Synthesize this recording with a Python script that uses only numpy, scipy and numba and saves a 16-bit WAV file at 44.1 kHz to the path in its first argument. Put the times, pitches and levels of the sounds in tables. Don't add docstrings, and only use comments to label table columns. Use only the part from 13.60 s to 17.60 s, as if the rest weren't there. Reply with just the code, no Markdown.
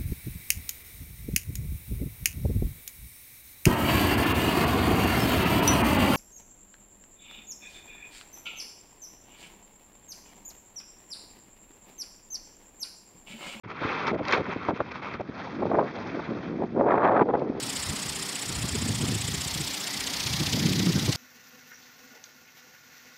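import sys
import numpy as np
from scipy import signal
from scipy.fft import rfft, irfft
from scipy.io import wavfile
from scipy.ndimage import uniform_filter1d
from numba import njit

SR = 44100
rng = np.random.default_rng(int(sys.argv[2]) if len(sys.argv) > 2 else 0)


def unload_audio(sound):
    columns = np.transpose(np.atleast_2d(sound))
    steps = np.round(np.clip(columns, -1, 1) * 32767)
    wavfile.write(sys.argv[1], SR, steps.astype(np.int16))


N = 176400


def from_db(db):
    return 10 ** (np.asarray(db) / 20)


def rms_one(x):
    return x / np.sqrt(np.mean(x ** 2) + 1e-20)


def in_time(rows):
    s, *columns = np.transpose(rows)
    return [np.interp(np.arange(N) / SR, s, column) for column in columns]


def coloured(x, points):
    hz, db = np.transpose(points)
    bins_hz = np.maximum(np.arange(N // 2 + 1) * SR / N, 1)
    gain = from_db(np.interp(np.log(bins_hz), np.log(hz), db))
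    return rms_one(irfft(rfft(x) * gain, N))


def butter(x, hz, kind, order):
    return signal.sosfilt(signal.butter(order, hz, kind, fs=SR, output="sos"), x)


def drift(rate_hz):
    r = np.exp(-2 * np.pi * rate_hz / SR)
    noise = rng.standard_normal(N + SR)
    settled = signal.lfilter([1], [1, -2 * r, r * r], noise)[SR:]
    return rms_one(settled)


def evened(x, size):
    power = uniform_filter1d(uniform_filter1d(x * x, size), size)
    return x / np.sqrt(np.abs(power) + 1e-20)


def grains(per_s, spread_db):
    sizes = from_db(spread_db * np.minimum(rng.exponential(1, N), 4)) * rng.choice([-1, 1], N)
    return sizes * (rng.random(N) < per_s / SR)


BUBBLES_PER_S, BUBBLE_SPREAD_DB = 1400, 2.5
BUBBLE_CYCLES = 12


def bubbles(count):
    clicks = grains(BUBBLES_PER_S, BUBBLE_SPREAD_DB)
    dealt = rng.integers(0, count, N)
    out = 0
    for k, hz in enumerate(np.geomspace(400, 7000, count)):
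        r = np.exp(-np.log(1000) * hz / (BUBBLE_CYCLES * SR))
        w = 2 * np.pi * hz / SR
        struck = clicks * (dealt == k) + 1e-18
        out = out + hz * signal.lfilter([1, 0, -1], [1, -2 * r * np.cos(w), r * r], struck)
    return rms_one(out)


WATER_PATCHY_DB, WATER_FLUTTER_DB = 2.34, 1.1
BUBBLES_DB, SPATTER_DB = -4.5, -9.5
SPATTER_PER_S, SPATTER_SPREAD_DB = 220, 4.5


def water(colour):
    edges = np.geomspace(60, 9000, 15)
    white = rng.standard_normal((2, N))
    foam = 0
    for k, (low, high) in enumerate(zip(edges, edges[1:])):
        band = butter(white[k % 2], [low, high], "band", order=2)
        foam = foam + band * from_db(WATER_PATCHY_DB * drift(25))
    spatter = rms_one(butter(grains(SPATTER_PER_S, SPATTER_SPREAD_DB), [1200, 8000], "band", order=1))
    mix = rms_one(foam) + from_db(BUBBLES_DB) * bubbles(count=32) + from_db(SPATTER_DB) * spatter
    return coloured(mix, colour) * from_db(WATER_FLUTTER_DB * drift(42))


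# time in seconds, level in dB before SPRAY_GAIN_DB.
SPRAY_LEVEL = [(0.04, -57), (0.048, -51.5), (0.066, -60), (0.106, -43), (0.138, -54), (0.246, -37.5),
               (0.46, -38.5), (0.482, -31.5), (0.518, -44), (0.524, -54), (0.55, -47.5), (0.56, -63),
               (0.59, -43.5), (0.604, -55), (0.712, -32), (0.72, -37), (0.734, -24), (0.756, -34),
               (0.824, -48.5), (0.932, -43.5), (0.962, -49.5), (1.092, -43), (1.116, -53.5), (1.124, -60),
               (1.164, -44.5), (1.188, -55.5), (1.206, -45.5), (1.236, -56), (1.264, -50.5), (1.304, -52),
               (1.318, -42), (1.336, -54.5), (1.354, -42.5), (1.412, -56), (1.43, -44), (1.55, -46.5),
               (1.586, -56.5), (1.614, -51), (1.618, -59), (1.65, -69)]
# time in seconds, level in dB before WASH_GAIN_DB.
WASH_LEVEL = [(1.65, -62), (1.722, -57), (1.73, -57.5), (1.794, -50.5), (2.09, -58), (2.15, -56),
              (2.214, -59.5), (2.28, -48.5), (2.324, -59), (2.356, -51), (2.848, -54.5), (2.966, -60.5),
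              (3.026, -59), (3.1, -62)]
# time in seconds, level in dB before WASH_GAIN_DB.
WASH_LEVEL_LATE = [(3.202, -64.5), (3.6, -66.5), (4, -59.5)]
# frequency in Hz, relative density in dB per Hz.
SPRAY_SPECTRUM = [(60, -10.5), (200, -10), (450, 1), (650, -5.5), (1000, 1), (1350, 1), (1750, -7),
                  (2200, -2), (3200, -12.5), (4800, -24), (6400, -33.5), (7500, -51.5)]
# frequency in Hz, relative density in dB per Hz.
WASH_SPECTRUM = [(60, -11.5), (200, 2), (450, 0), (700, 1.5), (1250, -0.5), (1750, -4.5), (2300, -6),
                 (3200, -12.5), (4800, -20.5), (6400, -29.5), (7500, -50)]
SPRAY_GAIN_DB, WASH_GAIN_DB = 8, 12.5


def river():
    spray_db, = in_time(SPRAY_LEVEL)
    wash_db, = in_time([*WASH_LEVEL, *WASH_LEVEL_LATE])
    turn_ends_s = SPRAY_LEVEL[-1][0]
    under_way = np.clip((np.arange(N) / SR - turn_ends_s) * 20 + .5, 0, 1)
    spray = from_db(spray_db + SPRAY_GAIN_DB) * water(SPRAY_SPECTRUM)
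    wash = from_db(wash_db + WASH_GAIN_DB) * water(WASH_SPECTRUM)
    return np.sqrt(1 - under_way) * spray + np.sqrt(under_way) * wash


# start in seconds, level in dB at the onset.
DECK_DROPS = [(0.469, -26.5), (0.478, -29.5), (0.652, -29.5), (0.683, -24), (.710, -27), (0.724, -18),
              (0.735, -26.5), (0.842, -39.5), (1.318, -36.5), (1.539, -36.5), (1.610, -46), (3.795, -41)]
# frequency in Hz, relative density in dB per Hz.
DROP_SPECTRUM = [(200, -20.5), (900, 2), (2200, 3), (3500, -4.5), (5500, -6.5), (7500, -48)]
DROP_DECAY_S = 0.0034


def drops():
    t = np.arange(N) / SR
    smacks = 0
    for s, db in DECK_DROPS:
        decay = np.exp(-np.minimum(np.abs(t - s) / DROP_DECAY_S, 20))
        smacks = smacks + from_db(db) * (t >= s) * decay
    return smacks * coloured(rng.standard_normal(N), DROP_SPECTRUM)


@njit
def moving_lowpass(x, step, damping):
    out, low, band = np.zeros(len(x)), 0., 0.
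    for i in range(len(x)):
        band += step[i] * (x[i] - low - damping * band)
        low += step[i] * band
        out[i] = low
    return out


TURBULENCE_DB, TURBULENCE_PER_S = 1.5, 158
EDDY_OCTAVES = 0.18
AIR_DAMPING, CRACKLE_DB = 1.264, -36
PORT_HZ = 4200


def turbulence(corner_hz, cut_hz, steep_hz):
    lumps = drift(TURBULENCE_PER_S)
    air = rng.standard_normal(N) * from_db(TURBULENCE_DB * lumps)
    air = butter(air, PORT_HZ, "low", order=3)
    air = butter(air, cut_hz, "high", order=1)
    air = butter(air, steep_hz, "high", order=2)
    moving_hz = np.clip(corner_hz * 2 ** (EDDY_OCTAVES * (lumps - 1)), 100, 3000)
    step = 2 * np.pi * moving_hz / SR
    sharp = moving_lowpass(air, step, AIR_DAMPING)
    soft = moving_lowpass(sharp, step, AIR_DAMPING)
    return evened(soft - from_db(CRACKLE_DB) * sharp, size=650)


EDDY_RISE_S, EDDY_FALL_S = 0.0019, 0.0026


def puffs(rows, cut_hz, steep_hz):
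    t = np.arange(N) / SR
    power, weighted_hz = 0, 0
    for s, length, db, hz in rows:
        fade = np.maximum(s - t, 0) / EDDY_RISE_S + np.maximum(t - s - length, 0) / EDDY_FALL_S
        blast = (from_db(db) * np.exp(-np.minimum(fade, 20))) ** 2
        power = power + blast
        weighted_hz = weighted_hz + blast * hz
    return np.sqrt(power) * turbulence(weighted_hz / power, cut_hz, steep_hz)


# time in seconds, level in dB, brightness as nominal corner in Hz.
WIND_COURSE = [(0, -51, 244), (.5, -38.5, 295), (.95, -41, 302), (1.3, -44.5, 277), (1.88, -43.5, 278),
               (2.0, -30.5, 394), (2.095, -30, 406), (2.115, -23.5, 605), (2.19, -23.5, 670),
               (2.25, -29.5, 603), (2.29, -40.5, 302), (2.45, -38.5, 310), (2.55, -35.5, 378),
               (2.65, -42, 300), (2.76, -32.5, 350), (2.82, -38.5, 281), (2.89, -31.5, 314),
               (2.98, -31.5, 370), (3.04, -24, 527), (3.07, -40.5, 302), (3.12, -36.5, 280),
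               (3.18, -22.5, 550), (3.26, -23.5, 650), (3.30, -20, 1020), (3.40, -25, 898),
               (3.45, -19.5, 1134), (3.51, -20.5, 918), (3.57, -20.5, 1093), (3.625, -20, 930),
               (3.64, -29, 483), (3.77, -28, 610), (3.93, -34.5, 378), (4, -32.5, 415)]
# frequency in Hz, relative density in dB per Hz.
RUMBLE_SPECTRUM = [(20, -25), (40, -16), (60, -5), (110, 10), (170, 1.5), (300, -13), (900, -57.5)]
WIND_CUT_HZ, WIND_CUT_STEEP_HZ = 540, 160
WIND_USUAL_DB, RUMBLE_DB = -33, -50.5
RUMBLE_FOLLOWS = 0.28


def wind():
    db, corner_hz = in_time(WIND_COURSE)
    rumble_db = RUMBLE_DB + RUMBLE_FOLLOWS * (db - WIND_USUAL_DB)
    rumble = from_db(rumble_db) * coloured(rng.standard_normal(N), RUMBLE_SPECTRUM)
    return from_db(db) * turbulence(corner_hz, WIND_CUT_HZ, WIND_CUT_STEEP_HZ) + rumble


# start in seconds, hold in seconds, level in dB, brightness as nominal corner in Hz.
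HARD_EDDIES = [(2.017, 0.0047, -39, 700), (2.024, .010, -21.5, 850), (2.055, 0.0035, -21, 650),
               (2.068, 0.0032, -21.5, 530), (2.145, 0.0073, -17.5, 850), (2.184, 0.012, -17.5, 875),
               (2.213, 0.0025, -19, 750), (2.545, 0.0079, -28.5, 453), (2.574, 0.007, -29, 452),
               (2.594, 0.0091, -31.5, 920), (2.690, 0.034, -30, 352), (2.999, 0.0082, -29.5, 450),
               (3.165, 0.005, -21, 496), (3.195, .021, -21.5, 746), (3.264, 0.0022, -17.5, 750),
               (3.287, 0.0034, -27.5, 1230), (3.321, 0.0057, -21, 1090), (3.341, 0.0021, -17.5, 900),
               (3.379, 0.0042, -23.5, 1270), (3.448, 0.01, -21.5, 1350), (3.563, 0.016, -22, 1106),
               (3.609, 0.017, -16.5, 830), (3.685, 0.027, -24, 830), (3.736, 0.02, -19.5, 810),
               (3.820, 0.016, -28, 550), (3.862, 0.0099, -30, 500), (3.899, 0.0057, -22, 444)]


def eddies():
    return puffs(HARD_EDDIES, WIND_CUT_HZ, WIND_CUT_STEEP_HZ)


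# start in seconds, hold in seconds, level in dB, brightness as nominal corner in Hz.
SAIL_FLAPS = [(.060, 0.0051, -34.5, 350), (.218, 0.0082, -28.5, 577), (.250, 0.0058, -27.5, 504),
              (.515, 0.0053, -24, 600), (.529, 0.035, -26, 590), (.594, 0.015, -29.5, 660),
              (.612, 0.009, -27.5, 450), (.765, 0.021, -26.5, 770), (.795, 0.022, -27, 536),
              (.884, 0.015, -30.5, 500), (.962, .005, -26.5, 470), (1.087, 0.014, -21.5, 860),
              (1.100, 0.023, -28, 860), (1.130, .008, -29, 500), (1.194, 0.0081, -31, 800),
              (1.202, 0.013, -23, 1080), (1.546, 0.0075, -31, 500), (1.600, 0.013, -25.5, 740),
              (1.692, 0.0053, -30.5, 402)]
FLAP_CUT_HZ, FLAP_CUT_STEEP_HZ = 244, 75


def sail():
    return puffs(SAIL_FLAPS, FLAP_CUT_HZ, FLAP_CUT_STEEP_HZ)


def scene():
    return (river() + drops() + wind() + eddies() + sail())[None]


START_S = .034
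BASS_CUT_HZ, CUTOFF_HZ = 47, 7300
NOTCH_HZ, NOTCH_Q = 2890, 8.4


def record(dry):
    started = np.clip((np.arange(N) / SR - START_S) * 300, 0, 1)
    lean = butter(dry * started, BASS_CUT_HZ, "high", order=3)
    notched = signal.lfilter(*signal.iirnotch(NOTCH_HZ, NOTCH_Q, fs=SR), lean)
    return signal.sosfilt(signal.ellip(8, .3, 70, CUTOFF_HZ, fs=SR, output="sos"), notched)


dry = scene()
out = record(dry)
unload_audio(out)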